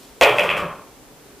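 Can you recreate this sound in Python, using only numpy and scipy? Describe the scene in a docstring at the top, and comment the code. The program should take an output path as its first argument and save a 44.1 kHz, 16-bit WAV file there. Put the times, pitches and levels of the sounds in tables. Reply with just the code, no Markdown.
"""Faint room tone and a brush of cloth, then a pool ball drops hard into a pocket, rattles and rolls to rest.
Each contact gives a wooden thud and a hard clack and rings the pocket; a small room's walls answer.
Bright hiss trails the hard knocks, and the hollow table rumbles and booms as the ball rolls inside.
The first blow overloads the microphone, which clips and fizzes; in the quiet it hisses faintly."""
import sys
import numpy as np
from scipy import signal
from scipy.fft import rfft, irfft, next_fast_len
from scipy.io import wavfile
from scipy.ndimage import uniform_filter1d, map_coordinates

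SR = 44100
rng = np.random.default_rng(int(sys.argv[2]) if len(sys.argv) > 2 else 0)


def dump(signal):
    """Clip the signal to [-1, 1] and save it as 16-bit WAV at the path in sys.argv[1]."""
    limited = np.clip(np.atleast_2d(signal).T, -1, 1)
    pcm = np.round(limited * 32767).astype(np.int16)
    wavfile.write(sys.argv[1], SR, pcm)


N = 61739
T = np.arange(N) / SR
FFT_SIZE = next_fast_len(2 * N)
HZ = np.fft.rfftfreq(FFT_SIZE, 1 / SR)


def amp(db):
    """Decibels to gain."""
    return 10 ** (np.asarray(db) / 20)


def unit_rms(x):
    """Scale to rms 1."""
    return x / np.sqrt(np.mean(x ** 2) + 1e-20)


def curve_at(points, hz=HZ):
    """Interpolate (freq_hz, value) points on a log frequency axis."""
    freqs_hz, values = np.transpose(points)
    return np.interp(np.log(hz + 1), np.log(freqs_hz + 1), values)


def filtered(x, response):
    """Apply a frequency response given on HZ."""
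    return irfft(rfft(x, FFT_SIZE) * response, FFT_SIZE)[..., :N]


def delayed(x, delay_s):
    """Shift x later, keeping N samples."""
    return np.pad(x, [(0, 0)] * (x.ndim - 1) + [(max(0, round(delay_s * SR)), 0)])[..., :N]


def decay(t, t60_s):
    """Exponential fall, 60 dB per t60_s."""
    return np.exp(-np.log(1000) * t / t60_s)


def swell(peak_s, rise_s, t60_s):
    """Gaussian rise to peak_s, then a decay."""
    rise = np.exp(-.5 * (np.minimum(T - peak_s, 0) / rise_s) ** 2)
    return rise * decay(np.maximum(T - peak_s, 0), t60_s)


def wobble(knots_per_s):
    """Smooth random curve."""
    knots = rng.standard_normal(int(N * knots_per_s / SR) + 4)
    return map_coordinates(knots, [T * knots_per_s])


def pulse(spectrum):
    """Minimum-phase pulse with this spectral shape, peak 1."""
    cepstrum = irfft(np.log(amp(curve_at(spectrum))), FFT_SIZE)
    cepstrum[1:FFT_SIZE // 2] *= 2
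    cepstrum[FFT_SIZE // 2:] = 0
    wave = irfft(np.exp(rfft(cepstrum)), FFT_SIZE)[:N]
    return wave / np.abs(wave).max()


# stereo width of the room: freq_hz, side_db
ROOM_WIDTH = [(60, -30), (500, -20), (1200, -31.5), (2500, -12), (5000, -16.5), (12000, -3.5)]

def stereo(pair, width=ROOM_WIDTH):
    """Left and right from two unrelated signals, taken as mid and side."""
    side = filtered(pair[1], amp(curve_at(width)))
    return np.array([pair[0] + side, pair[0] - side])


def noise(spectrum, width=ROOM_WIDTH):
    """Coloured stereo noise, rms 1."""
    white = stereo(rng.standard_normal((2, N)), width)
    return unit_rms(filtered(white, amp(curve_at(spectrum))))


# background colour: freq_hz, relative_db
ROOM_TONE_SPECTRUM = [(15, -44), (25, -2), (66, -3), (86, -28), (109, -5), (207, -7), (301, -1), (335, -9),
                      (373, -2), (573, -9.5), (952, -12.5), (1210, -16), (1310, -16.5), (3930, -22.5),
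                      (15000, -27.5)]
# background width: freq_hz, side_db
ROOM_TONE_WIDTH = [(50, -5.5), (400, -14), (1500, -3.5), (4000, -3.5), (8000, 3.5), (14000, -1.5)]

def room_tone(level_db=-46):
    """Steady room tone and microphone hiss."""
    return amp(level_db) * noise(ROOM_TONE_SPECTRUM, ROOM_TONE_WIDTH)


# bursts of hiss: peak_s, level_db, rise_s, t60_s
HISS_BURSTS = [(.04, -50.5, 0.069, 0.73), (.225, -36.5, 0.0046, 0.94), (0.399, -40, 0.019, 0.32),
               (.442, -46, .008, 0.21), (.503, -47, 0.0069, 0.32), (0.574, -40.5, 0.0041, 0.3)]
# their colour: freq_hz, relative_db
HISS_SPECTRUM = [(1000, -24), (3000, 1.5), (5200, 2), (6500, -2), (8000, -2), (11000, -5), (15000, -6.5)]

def bright_hiss():
    """Bright hiss trails the hard knocks (0.225, 0.399, 0.503 s); the other bursts are the ball's rubs."""
    envelope = sum(amp(db) * swell(peak_s, rise_s, t60_s) for peak_s, db, rise_s, t60_s in HISS_BURSTS)
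    return noise(HISS_SPECTRUM) * envelope


# ball contacts: start_s, thud_db, clack_db, ring_db
CONTACTS = [(0.2114, 0.5, 4.5, 2), (.258, -17, -7.5, -25), (.279, -22, -12, -15.5), (0.3842, -15, -4, -9),
            (.4245, -17.5, -18, -32), (0.4479, -24.5, -17, -18.5), (0.4908, -22, -5.5, -18),
            (0.5376, -39, -18, -16.5), (0.5665, -25, -14.5, -24), (.612, -29, -26, -18.5),
            (.655, -28, -30, -44.5)]
# wooden thud of the pocket: freq_hz, relative_db
THUD_SPECTRUM = [(30, -28.5), (150, -34.5), (220, -29.5), (310, -12), (420, -6.5), (540, -1), (680, -4.5),
                 (900, -5.5), (1200, -9.5), (1500, -14.5), (2500, -34.5), (5000, -51.5)]
# hard clack of the ball: freq_hz, relative_db
CLACK_SPECTRUM = [(300, -38.5), (1200, -10), (1900, -5.5), (2200, -1.5), (2520, 5), (2850, -5), (3150, -2),
                  (3420, -8.5), (3750, -20), (4300, -24), (7000, -50)]
# early reflections: delay_s, gain
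REFLECTIONS = [(.0015, 1.0), (0.0103, .9), (0.0134, .7), (.0135, .45), (.0208, 0.55), (.0229, .7),
               (0.027, .3), (.0373, 0.35)]

def knocks(thud_send_db=6.5, clack_send_db=5.5, clack_predelay_s=0.0094, shared_tail=0.75):
    """Thud, clack and ring of each contact; all from nearly one spot, so the room answers much alike."""
    out = np.zeros((2, N))
    common_tail = room_tail()
    thud, clack = pulse(THUD_SPECTRUM), pulse(CLACK_SPECTRUM)
    for start_s, thud_db, clack_db, ring_db in CONTACTS:
        direct = amp(thud_db) * thud + amp(clack_db) * clack
        early = sum(gain * delayed(direct, delay_s) for delay_s, gain in REFLECTIONS)
        send = amp(thud_db + thud_send_db) * thud
        send += amp(clack_db + clack_send_db) * delayed(clack, clack_predelay_s)
        tail = np.sqrt(shared_tail) * common_tail + np.sqrt(1 - shared_tail) * room_tail()
        reverb = filtered(tail, rfft(send, FFT_SIZE))
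        knock = direct + early + reverb + amp(ring_db) * pocket_ring()
        out += delayed(softened(knock, clack_db), start_s)
    return out


def softened(knock, clack_db, base_hz=3900, hz_per_db=51.5):
    """A gentler contact lasts longer and so has less treble."""
    cutoff_hz = np.clip(base_hz + hz_per_db * clack_db, 1500, 12000)
    return signal.sosfilt(signal.butter(4, cutoff_hz, fs=SR, output="sos"), knock)


# pocket and table modes: pitch_hz, relative_db
POCKET_MODES = [(499, -18), (540, -17), (577, -19), (594, -14), (703, -23), (800, -27.5), (876, -30.5),
                (1094, -30.5), (1215, -36), (1843, -24.5), (1910, -27), (2104, -21.5), (2343, -18),
                (2430, -25), (2531, -16.5), (2616, -14.5), (3241, -32), (3413, -26)]
# mode decay: pitch_hz, t60_s
MODE_DECAY = [(500, .42), (1100, .55), (2500, .38), (3400, .25)]

def pocket_ring(rise_s=0.0027, scatter_db=1.5):
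    """The struck pocket's modes, a little different at each contact; the high ones die sooner."""
    ring = np.zeros(N)
    for pitch_hz, db in POCKET_MODES:
        gain = amp(db + scatter_db * rng.standard_normal())
        tone = np.sin(2 * np.pi * (pitch_hz * T + rng.random()))
        ring += gain * decay(T, curve_at(MODE_DECAY, pitch_hz)) * tone
    return ring * (1 - np.exp(-T / rise_s))


# reverberation time: freq_hz, t60_s
ROOM_DECAY = [(100, 0.42), (500, 0.51), (1100, 0.62), (2500, 0.26), (4000, 0.65), (12000, 0.27)]

def room_tail(build_s=0.0027):
    """Diffuse stereo reverberation, energy 1 on the left."""
    hz, t, bands = signal.stft(rng.standard_normal((2, N)), SR, nperseg=256)
    bands *= decay(t, curve_at(ROOM_DECAY, hz)[:, None])
    tail = signal.istft(bands, SR, nperseg=256)[1][:, :N]
    tail = stereo(tail * (1 - np.exp(-T / build_s)))
    return tail / np.linalg.norm(tail[0])


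# rolling envelope: time_s, level_db
ROLL_ENVELOPE = [(.22, -60), (.28, -34.5), (.36, -27.5), (.45, -28.5), (.56, -27.5), (.64, -27.5),
                 (.70, -34.5), (.78, -41.5), (.9, -56)]
# table's response to one bump: freq_hz, relative_db
BUMP_SPECTRUM = [(30, -0.5), (60, -4), (100, -6.5), (170, 2), (260, -3), (400, 2), (600, -9), (800, -4),
                 (1120, 9), (1550, -4), (2000, -10.5), (2550, -4), (3200, -29), (4500, -46.5)]

def rolling(bumps_per_s=700):
    """Many tiny bumps of the rolling ball shake the table."""
    bumps = (rng.random((2, N)) < bumps_per_s / SR) * rng.standard_normal((2, N))
    table = rfft(pulse(BUMP_SPECTRUM), FFT_SIZE)
    room = 1 + rfft(room_tail()[0], FFT_SIZE)
    rumble = unit_rms(filtered(stereo(bumps), table * room))
    level_db = np.interp(T, *np.transpose(ROLL_ENVELOPE), left=-120, right=-120)
    return rumble * amp(level_db)


# hollow table resonances: peak_s, pitch_hz, level_db, rise_s, t60_s
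TABLE_BOOMS = [(0.295, 430.7, -14, 0.022, 0.14), (0.316, 121.3, -33, 0.019, 0.41),
               (.468, 437, -28, 0.015, 0.04), (0.476, 169.7, -36, 0.035, .25),
               (0.663, 172.2, -32, 0.0335, 0.26), (0.664, 150, -39.5, .03, 0.38)]

def booms(waver_rad=0.47):
    """Low resonances swell, waver and die as the ball moves through the table."""
    out = np.zeros(N)
    for peak_s, pitch_hz, level_db, rise_s, t60_s in TABLE_BOOMS:
        phase = 2 * np.pi * pitch_hz * (T - peak_s) + waver_rad * wobble(knots_per_s=49.33)
        out += amp(level_db) * swell(peak_s, rise_s, t60_s) * np.sin(phase)
    return out


def scene():
    """The ball in the pocket over the room tone."""
    return knocks() + booms() + rolling() + bright_hiss() + room_tone()


# overloaded microphone's grit: freq_hz, relative_db
FIZZ_SPECTRUM = [(2000, -27), (4500, -11), (7000, 0), (9500, -1.5), (11500, 7.5), (13000, -5), (14800, 8)]
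CLIP_LEVEL = 0.5

def fizz(x, level_db=-23, pan_db=1, smooth_s=0.011, lag_s=0.0016):
    """Bright grit that grows with the square of the level driving the microphone."""
    drive = np.minimum(np.abs(x).max(0) / CLIP_LEVEL, 1) ** 2
    drive = delayed(uniform_filter1d(drive, round(smooth_s * SR)), lag_s)
    channel_gains = amp(level_db + np.array([[pan_db], [-pan_db]]))
    return channel_gains * drive * noise(FIZZ_SPECTRUM)


def ducked(x, boost_db=0.5, release_s=2.2):
    """Overload removes a slight gain boost, which slowly returns."""
    overload = np.clip(np.abs(x).max(0) / CLIP_LEVEL - 1, 0, 1)
    release = np.exp(-T / release_s)
    held = np.maximum.accumulate(overload / release) * release
    return x * amp(boost_db * (1 - held))


def record(dry, clip_hardness=12, low_cut_hz=48, top_hz=15200):
    """Microphone: overload ducks the gain, peaks clip and fizz, deep bass and top treble are cut."""
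    x = ducked(dry)
    clipped = x / (1 + np.abs(x / CLIP_LEVEL) ** clip_hardness) ** (1 / clip_hardness)
    thinned = filtered(clipped + fizz(clipped), 1j * HZ / (low_cut_hz + 1j * HZ))
    return filtered(thinned, 1 / (1 + (HZ / top_hz) ** 200))


dry = scene()
out = record(dry)
dump(out)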